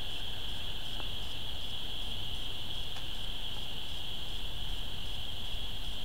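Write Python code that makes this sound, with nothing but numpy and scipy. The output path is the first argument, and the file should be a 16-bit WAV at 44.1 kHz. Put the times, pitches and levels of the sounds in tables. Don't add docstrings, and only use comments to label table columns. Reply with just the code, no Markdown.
import sys
import numpy as np
from scipy import signal
from scipy.fft import rfft, irfft, next_fast_len
from scipy.io import wavfile

SR = 44100
rng = np.random.default_rng(int(sys.argv[2]) if len(sys.argv) > 2 else 0)


def persist_wave(psi):
    counts = np.round(np.clip(psi, -1, 1) * 32767).astype(np.int16)
    wavfile.write(sys.argv[1], SR, np.atleast_2d(counts).T)


N = 266364
TIME = np.arange(N) / SR


def peep(hz, length_s, rise):
    along = np.linspace(0, 1, int(length_s * SR))
    pitch = hz * (1 + rise * (along - .5))
    cycles = np.cumsum(pitch) / SR + rng.random()
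    return np.sin(np.pi * along) * np.sin(2 * np.pi * cycles)


# (pitch [Hz], relative level [dB])
CHORUS_COLOUR = [(2200, -49), (2450, -25.5), (2610, -14), (2720, -11.5), (2820, -8.5), (3000, -4),
                 (3200, -1), (3320, -0.5), (3500, -8.5), (3680, -11.5), (3900, -12.5), (4200, -17),
                 (4430, -19.5), (4800, -33), (5400, -82)]
# (time [s], level [dB])
CHORUS_RIDE = [(0, -42.5), (2.2, -42.4), (3.9, -42.5), (4.8, -43.5), (6.04, -43)]
def far_frogs(count, length_s, rise, wash_db, scatter_db):
    calls = np.zeros(N)
    pitches = np.linspace(2700, 3600, count)
    starts = rng.uniform(-length_s, N / SR, count)
    variations = rng.uniform(-0.994, 1, (count, 3))
    for hz, start, (strength, stretch, slide) in zip(pitches, starts, variations):
        call = peep(hz, length_s * (1 + stretch / 2), rise * (1 + slide / 2))
        add(calls, from_db(at_hz(CHORUS_COLOUR, hz) + scatter_db * strength) * call, start)
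    ringing = woods(np.concatenate([calls[-SR:], calls]), wet_db=-1.0)[SR:]
    wash = from_db(wash_db) * noise(CHORUS_COLOUR)
    return from_db(in_time(CHORUS_RIDE)) * rms_one(rms_one(ringing) + wash)


# (mid-call time [s], pitch [Hz], level [dB])
NEAR_CALLS = [(.165, 2700, -45), (.612, 2700, -47), (1.02, 2715, -45), (1.368, 2710, -50),
              (2.776, 3260, -41), (3.781, 2945, -46), (5.295, 3220, -39), (5.655, 3365, -40)]
def near_frogs(length_s, rise):
    calls = np.zeros(N)
    for middle, hz, db in NEAR_CALLS:
        add(calls, from_db(db) * peep(hz, length_s, rise), middle - length_s / 2)
    return woods(calls, wet_db=-7.0)


# (frequency [Hz], relative density [dB])
WIND_COLOUR = [(8.8, -51), (15, 0.5), (19, -11), (27, -5.5), (59, -17.5), (98, -18.5), (260, -34.5),
               (340, -67), (570, -120)]
# (peak time [s], length [s], level [dB])
WIND_GUSTS = [(.48, 0.11, -42), (1.1, 0.33, -41.5), (2.25, 0.23, -46.5), (2.78, 0.13, -44),
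              (4.7, 0.51, -40.5), (5.57, .13, -40.5), (5.88, .14, -44)]
def wind(breeze_db, flutter_db, flutter_share, split_hz):
    eddies = noise(WIND_COLOUR)
    force = swells(WIND_GUSTS, breeze_db)
    deep = signal.sosfiltfilt(signal.butter(2, split_hz, fs=SR, output="sos"), eddies)
    flutter = rms_one(eddies - deep) * from_db(flutter_db) * rms_one(force) ** flutter_share
    return force * rms_one(deep) + flutter


# (time [s], level [dB])
PIPE_HITS = [(1.0015, -31.5), (3.566, -40.5), (3.578, -44), (3.941, -44)]
# (frequency [Hz], relative level [dB], t60 [s])
PIPE_MODES = [(370, -7, .014), (620, -3, .011), (845, -5, .034), (1050, -4.5, .01), (1290, -7, .016),
              (1604, -20, .05)]
def pipe_knocks():
    midrange = signal.butter(4, [240, 1750], "band", fs=SR, output="sos")
    return signal.sosfilt(midrange, struck(PIPE_HITS, PIPE_MODES, scatter_db=.5))


# (time [s], level [dB])
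COUPLER_HITS = [(2.9624, -45.5), (2.9649, -47), (2.968, -52), (2.9777, -45.5), (2.991, -50)]
# (frequency [Hz], relative level [dB], t60 [s])
COUPLER_MODES = [(780, -11, .02), (1040, -7, 0.057), (1800, -6.5, 0.062), (2500, -7, .05), (4140, -18, .06),
                 (4580, -12, 0.14)]
# (frequency [Hz], relative density [dB])
CRACK_COLOUR = [(300, -27), (800, 9), (1900, 0.5), (2600, 1), (4400, -1), (5600, -5), (7200, -6),
                (8800, -16), (10400, -11), (14000, -25)]
def coupler_click(crack_db, decay_s):
    ring = struck(COUPLER_HITS, COUPLER_MODES, scatter_db=1.5)
    envelope = sum(from_db(db + crack_db) * (TIME >= start) * np.exp(-np.abs(TIME - start) / decay_s)
                   for start, db in COUPLER_HITS)
    return ring + envelope * noise(CRACK_COLOUR)


# (frequency [Hz], relative density [dB])
AIR_COLOUR = [(130, -12.5), (220, -1.5), (307, -3), (350, -3.5), (562, -5), (667, -5.5), (730, -4),
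              (867, -4.5), (1140, -11), (1320, -12.5), (1640, -10.5), (1960, -16), (2280, -14.5),
              (2450, -15), (3180, -18), (5390, -120)]
# (peak time [s], length [s], level [dB])
RUSH_WAVES = [(.55, 0.99, -61), (3.2, 0.3, -62.5), (4.75, .5, -65)]
def open_air(start_db, fade_db_per_s, rush_hz, rush_width_hz, lull_db):
    rush = resonate(rng.standard_normal(N), rush_hz, rush_width_hz)
    rush = resonate(rush, rush_hz, rush_width_hz)
    murmur = from_db(start_db - fade_db_per_s * TIME) * noise(AIR_COLOUR)
    return murmur + swells(RUSH_WAVES, lull_db) * rms_one(rush)


# (start time [s], level [dB])
MOTOR_STEPS = [(.10, -63), (.487, -63), (.848, -62), (1.222, -60), (1.608, -63), (2.015, -63.5),
               (2.345, -63), (2.738, -64), (3.145, -62.5), (3.542, -63.5), (3.885, -62), (4.285, -63),
               (4.688, -64.5), (5.055, -62.5), (5.448, -64), (5.838, -63)]
# (frequency [Hz], width [Hz], relative level [dB])
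BARREL_MODES = [(700, 37, 2), (1600, 250, -7.5), (4830, 270, 0), (5220, 210, 2.5), (6000, 180, 1),
                (6900, 400, -11), (7500, 240, -1.5), (8050, 400, -9), (9000, 160, 1.5), (9500, 150, -0.5)]
def focus_motor(step_s, jolt_db, jolt_s, edge_s, scatter_db):
    out, t = np.zeros(N), np.arange(int(step_s * SR)) / SR
    from_edge = np.minimum(t, t[-1] - t)
    jolts = from_db(jolt_db) * np.exp(-from_edge / jolt_s)
    envelope = np.minimum(from_edge / edge_s, 1) * (1 + jolts)
    for start, db in MOTOR_STEPS:
        barrel = np.zeros(SR // 4)
        for hz, width, mode_db in BARREL_MODES:
            gain = from_db(mode_db + rng.normal(0, scatter_db))
            barrel += gain * resonate(rng.standard_normal(len(barrel)), hz, width)
        add(out, from_db(db) * envelope * rms_one(barrel[-len(t):]), start)
    return out


# (centre [Hz], width [Hz], level at the centre [dB])
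BUZZ_CLUSTERS = [(720, 30, -69), (6180, 140, -85), (9000, 200, -102), (10850, 330, -89), (12170, 330, -88)]
def electric_buzz(fundamental_hz):
    out, cycles = np.zeros(N), fundamental_hz * TIME + rng.random()
    for centre, width, db in BUZZ_CLUSTERS:
        for harmonic in round(centre / fundamental_hz) + np.arange(-3, 4):
            taper = np.exp(-((harmonic * fundamental_hz - centre) / width) ** 2 / 2)
            out += np.sqrt(2) * from_db(db) * taper * np.sin(2 * np.pi * harmonic * cycles)
    return out


# (frequency [Hz], relative density [dB])
HISS_COLOUR = [(300, 0.5), (4800, 1), (5800, -0.5), (7500, 1), (8300, -0.9), (9000, -.5), (10500, -2),
               (13000, -2), (15700, -2.5)]
def microphone_hiss(level_db):
    return from_db(level_db) * noise(HISS_COLOUR)


def woods(x, wet_db, t60_s=1):
    t = np.arange(int(t60_s * SR)) / SR
    tail = rng.standard_normal(len(t)) * 1000 ** (-t / t60_s)
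    return x + from_db(wet_db) * signal.fftconvolve(x, tail / np.linalg.norm(tail))[:len(x)]


def struck(hits, modes, scatter_db):
    out, t = np.zeros(N), np.arange(SR // 4) / SR
    hz, mode_db, t60 = np.transpose(modes)
    rings = np.sin(2 * np.pi * hz[:, None] * t) * 1000 ** (-t / t60[:, None])
    for start, db in hits:
        strengths = from_db(db + mode_db + scatter_db * rng.standard_normal(len(hz)))
        add(out, strengths @ rings, start)
    return out


def swells(rows, lull_db):
    power = sum(from_db(db) ** 2 * .5 ** ((2 * (TIME - peak) / length) ** 2) for peak, length, db in rows)
    return np.sqrt(from_db(lull_db) ** 2 + power)


def noise(colour):
    size = next_fast_len(N)
    gain = from_db(at_hz(colour, np.arange(size // 2 + 1) * SR / size))
    return rms_one(irfft(rfft(rng.standard_normal(size)) * gain, size)[:N])


def resonate(x, hz, width_hz):
    radius = np.exp(-np.pi * width_hz / SR)
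    feedback = [1, -2 * radius * np.cos(2 * np.pi * hz / SR), radius ** 2]
    return signal.lfilter(np.array([1, 0, -1]) * (1 - radius ** 2) / 2, feedback, x)


def add(out, sound, start_s):
    start = int(round(start_s * SR))
    first, last = max(start, 0), min(start + len(sound), N)
    if last > first:
        out[first:last] += sound[first - start:last - start]


def at_hz(points, hz):
    points = np.array(points)
    return np.interp(np.log(np.maximum(hz, 1)), np.log(points[:, 0]), points[:, 1])


def in_time(rows):
    return np.interp(TIME, *np.transpose(rows))


def from_db(db):
    return 10 ** (np.asarray(db) / 20)


def rms_one(x):
    return x / np.sqrt(np.mean(x ** 2) + 1e-20)


def scene():
    chorus = far_frogs(count=2400, length_s=.09, rise=0.0603, wash_db=0.0, scatter_db=4.0)
    frogs = chorus + near_frogs(length_s=0.037, rise=.035)
    air = open_air(start_db=-52, fade_db_per_s=0.16, rush_hz=1590, rush_width_hz=360, lull_db=-71.5)
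    rumble = wind(breeze_db=-46.5, flutter_db=-49.5, flutter_share=0.042, split_hz=53.7)
    motor = focus_motor(step_s=.106, jolt_db=2.5, jolt_s=0.0092, edge_s=0.0028, scatter_db=2.0)
    camera = motor + microphone_hiss(level_db=-57.0) + electric_buzz(fundamental_hz=120)
    knocks = -pipe_knocks()
    click = coupler_click(crack_db=0.5, decay_s=0.0055)
    frame = woods(knocks + click, wet_db=-9.0)
    return (frogs + rumble + frame + air + camera)[None]


def record(dry):
    cutoff_hz, dc_offset = 15750, -.0266
    high_cut = signal.ellip(12, .1, 70, cutoff_hz, fs=SR, output="sos")
    return signal.sosfilt(high_cut, dry) + dc_offset


dry = scene()
out = record(dry)
persist_wave(out)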